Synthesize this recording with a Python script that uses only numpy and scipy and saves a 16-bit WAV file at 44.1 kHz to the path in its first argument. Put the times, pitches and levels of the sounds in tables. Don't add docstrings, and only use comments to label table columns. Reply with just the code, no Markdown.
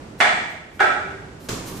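import sys
import numpy as np
from scipy import signal
from scipy.fft import rfft, irfft, next_fast_len
from scipy.io import wavfile
from scipy.ndimage import uniform_filter1d

SR = 44100
rng = np.random.default_rng(int(sys.argv[2]) if len(sys.argv) > 2 else 0)


def dump_mix(stems):
    frames = np.atleast_2d(stems).T
    limited = np.clip(frames, -1, 1)
    pcm = np.round(limited * 32767).astype(np.int16)
    wavfile.write(sys.argv[1], SR, pcm)


N = 79380

# pitch_hz, level_db
HUM_COLOUR = [(20, -21), (40, -6), (80, 1), (140, -0.5), (290, -2.5), (500, -6.5), (700, -11),
              (1600, -16.5), (3500, -25.5), (8000, -31), (11000, -40.5), (15000, -54)]
# time_s, level_db
HUM_LEVEL = [(0, -38), (.2, -41.5), (.68, -45.5), (1.1, -38.5), (1.45, -41)]
# pitch_hz, t60_s, first_place_level_db, second_place_level_db
WOOD_MODES = [(213.6, 0.25, -15, -27), (386.4, 0.071, -18, -5.5), (622.3, 0.08, -12.5, -4.5),
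              (730.5, 0.043, -3, -4.5), (821.5, 0.097, -4, -3), (989, 0.025, -26.5, -11),
              (1317.5, 0.11, -6, 2.5), (1469.4, 0.072, -8.5, 4), (1588, 0.053, -19, 3),
              (1657, 0.041, -0.5, -3), (1882, 0.041, -4.5, -6.5), (1946, 0.18, -7, -10.5),
              (2090, 0.025, -7, -17), (2345, 0.048, -7, -6.5), (3397, 0.023, -10, -19),
              (3472, 0.044, -10, -19)]
# start_s, level_db, striking_place (0 = first, 1 = second)
KNOCKS = [(.2030, 15.5, 0.26), (0.2097, 14.5, 0.14), (0.2234, 7.5, 0), (0.7933, 5, 0.94), (.8000, 8, 1),
          (.8040, 14.5, 0.87), (.8118, 10, 1), (.8270, 7, 0.57)]
# pitch_hz, level_db
CRACK_COLOUR = [(70, -59), (140, -35), (260, -12), (550, -4), (1050, 0), (1900, 4), (2600, -2.5),
                (4200, -11), (6000, -18), (8500, -19.5), (11000, -40), (15000, -63)]
# peak_s, level_db, rise_s, fall_s
SWISHES = [(.203, -43, 0.014, 0.019), (0.507, -52, 0.0068, 0.016), (.765, -57.5, 0.044, 0.024),
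           (.81, -42, .008, 0.0047), (1.415, -50.5, 0.016, 0.051), (1.455, -54, 0.013, 0.022),
           (1.514, -41, 0.015, 0.07), (1.685, -38, .025, 0.038), (1.779, -43, 0.023, 0.035)]
# pitch_hz, level_db
CLOTH_COLOUR = [(120, -27), (400, -8), (1200, 2.5), (2500, -0.5), (6000, 0), (10000, -2.5), (13500, -5),
                (15000, -11)]
# peak_s, level_db, rise_s, fall_s
THUDS = [(.34, 4, 0.0081, 0.033), (1.15, -12.5, .08, 0.23), (1.505, 10, 0.0114, 0.071),
         (1.61, -0.5, 0.016, 0.11), (1.725, 3, 0.034, 0.073), (1.792, -1, .01, .05)]
# pitch_hz, level_db
THUD_COLOUR = [(25, -10), (60, -11), (130, 0.5), (250, -7.5), (420, -7), (600, -16.5), (1200, -17),
               (3000, -83)]
# start_s, level_db
SLAPS = [(1.4874, -0.5), (1.4900, 5.5)]
# pitch_hz, level_db
SLAP_COLOUR = [(100, -1), (450, 11), (750, -1), (1200, 5.5), (1700, 1), (4000, -2), (7000, -1),
               (10000, -12.5), (14500, -19)]
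# pitch_hz, t60_s
ROOM_FADE = [(100, 1.14), (380, 1.1), (800, 0.76), (1400, 0.75), (2200, 0.86), (4000, 0.77), (8000, 0.83),
             (14000, 0.13)]
# pitch_hz, likeness (0-1)
ALIKE = [(60, 0.9), (280, 0.99), (600, 0.34), (1300, 0), (8000, 0)]
# pitch_hz, left_minus_right_db
BALANCE = [(60, -1.5), (300, -4), (700, -2.7), (2000, -1.5), (4000, -0.6), (8000, -2), (14000, -5)]

KNOCK_DB, WOOD_LOW_HZ = 6, 240
CRACK_DB, CRACK_SECOND_PLACE_DB, CRACK_T60_S = 4.5, -6.5, 0.012
FULL_BLOW_DB, CRACK_DB_PER_DB = 13.5, 0.31
THUD_DB, SLAP_T60_S = -40, 0.012
KNOCK_DIRECT_DB, SLAP_DIRECT_DB, SOFT_DIRECT_DB = -11.5, -8.5, -2.5
EARLY_DB, EARLY_T60_S = -9.5, 0.12
EVEN_HZ = 70
LIMIT_DB, SQUEEZE, GAIN_ATTACK_S, RECOVER_S = -14, 0.34, 0.0079, 0.29
TOP_HZ = 15100


def amp(db):
    return 10 ** (np.asarray(db) / 20)


def unit(x):
    return x / np.sqrt(np.mean(x ** 2) + 1e-20)


def burst(x):
    return unit(x) / np.sqrt(x.shape[-1])


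def along(points, hz):
    pitch_hz, value = np.transpose(points)
    return np.interp(np.log(hz + 1), np.log(pitch_hz + 1), value)


def fade(t60_s):
    return np.exp(-np.log(1000) * np.arange(N) / SR / t60_s)


def delayed(x, start_s):
    return np.pad(x, [(0, 0), (round(start_s * SR), 0)])[..., :N]


def filtered(x, response):
    length = next_fast_len(N + SR // 2)
    gain = response(np.fft.rfftfreq(length, 1 / SR))
    return irfft(rfft(x, length) * gain, length)[..., :N]


def coloured(x, points, size=8192):
    gain = amp(along(points, np.fft.rfftfreq(size, 1 / SR)))
    cepstrum = irfft(np.log(gain))
    cepstrum[1:size // 2] *= 2
    cepstrum[size // 2 + 1:] = 0
    impulse = irfft(np.exp(rfft(cepstrum)))
    return signal.fftconvolve(x, impulse)[:N]


def evened(x):
    spectrum = rfft(x, 2 * N)
    width_bins = int(EVEN_HZ * 2 * N / SR)
    power = np.abs(uniform_filter1d(np.abs(spectrum) ** 2, size=width_bins))
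    return burst(irfft(spectrum / np.sqrt(power + 1e-12))[..., :N])


def puff(colour, t60_s):
    noise = rng.standard_normal(N) * fade(t60_s)
    return burst(coloured(evened(noise), colour))


def swells(rows, colour):
    t = np.arange(N) / SR
    level = np.zeros(N)
    for peak_s, level_db, rise_s, fall_s in rows:
        after = t - peak_s
        drop = np.where(after < 0, (after / rise_s) ** 2, after / fall_s)
        level += amp(level_db) * np.exp(-drop)
    return level * unit(coloured(rng.standard_normal(N), colour))


def diffuse():
    def middle_and_side(hz):
        angle = np.arccos(along(ALIKE, hz)) / 2
        return np.array([np.cos(angle), np.sin(angle)])

    middle, side = filtered(rng.standard_normal((2, N)), middle_and_side)
    return np.array([middle + side, middle - side])


def in_room(x, direct_db, size=512):
    hz, t, grains = signal.stft(diffuse(), SR, nperseg=size)
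    tail_fade = np.exp(-np.log(1000) * t / along(ROOM_FADE, hz)[:, None])
    tail = signal.istft(grains * tail_fade, SR, nperseg=size)[1][:, :N]
    near_walls = burst(diffuse() * fade(EARLY_T60_S))
    echoes = evened(burst(tail) + amp(EARLY_DB) * near_walls)
    return amp(direct_db) * x + signal.fftconvolve(x[None], echoes, axes=1)[:, :N]


def hum():
    level_db = np.interp(np.arange(N) / SR, *np.transpose(HUM_LEVEL))
    noise = filtered(diffuse(), lambda hz: amp(along(HUM_COLOUR, hz)))
    return amp(level_db) * unit(noise)


def wood_ring(place):
    t = np.arange(N) / SR
    ring = np.zeros(N)
    for k, (pitch_hz, t60_s, first_db, second_db) in enumerate(WOOD_MODES):
        level_db = first_db + place * (second_db - first_db)
        mode = burst(np.sin(2 * np.pi * pitch_hz * t) * fade(t60_s))
        ring += (-1) ** k * amp(level_db) * mode
    high_pass = signal.butter(2, WOOD_LOW_HZ, "high", fs=SR, output="sos")
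    return signal.sosfilt(high_pass, ring)


def knocks():
    out = np.zeros((2, N))
    for start_s, level_db, place in KNOCKS:
        harder_db = CRACK_DB_PER_DB * (level_db - FULL_BLOW_DB)
        crack_db = CRACK_DB + place * CRACK_SECOND_PLACE_DB + harder_db
        crack = amp(crack_db) * puff(CRACK_COLOUR, CRACK_T60_S)
        knock = in_room(burst(wood_ring(place) + crack), KNOCK_DIRECT_DB)
        out += amp(level_db) * delayed(knock, start_s)
    return amp(KNOCK_DB) * out


def sleeves():
    return in_room(swells(SWISHES, CLOTH_COLOUR), SOFT_DIRECT_DB)


def thuds():
    return amp(THUD_DB) * in_room(swells(THUDS, THUD_COLOUR), SOFT_DIRECT_DB)


def slap():
    out = np.zeros((2, N))
    for start_s, level_db in SLAPS:
        contact = in_room(puff(SLAP_COLOUR, SLAP_T60_S), SLAP_DIRECT_DB)
        out += amp(level_db) * delayed(contact, start_s)
    return out


def scene():
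    everything = hum() + knocks() + sleeves() + thuds() + slap()
    return filtered(everything, lambda hz: amp(np.outer([0.5, -0.5], along(BALANCE, hz))))


def record(dry):
    pole = np.exp(-1 / (SR * GAIN_ATTACK_S))
    power = signal.lfilter([1 - pole], [1, -pole], np.mean(dry ** 2, axis=0))
    over_db = np.maximum(10 * np.log10(power + 1e-12) - LIMIT_DB, 0)
    recovery = np.exp(-np.arange(N) / SR / RECOVER_S)
    held_db = np.maximum.accumulate(over_db / recovery) * recovery
    ducked = dry * amp(-SQUEEZE * held_db)
    return filtered(ducked, lambda hz: hz < TOP_HZ)


dry = scene()
out = record(dry)
dump_mix(out)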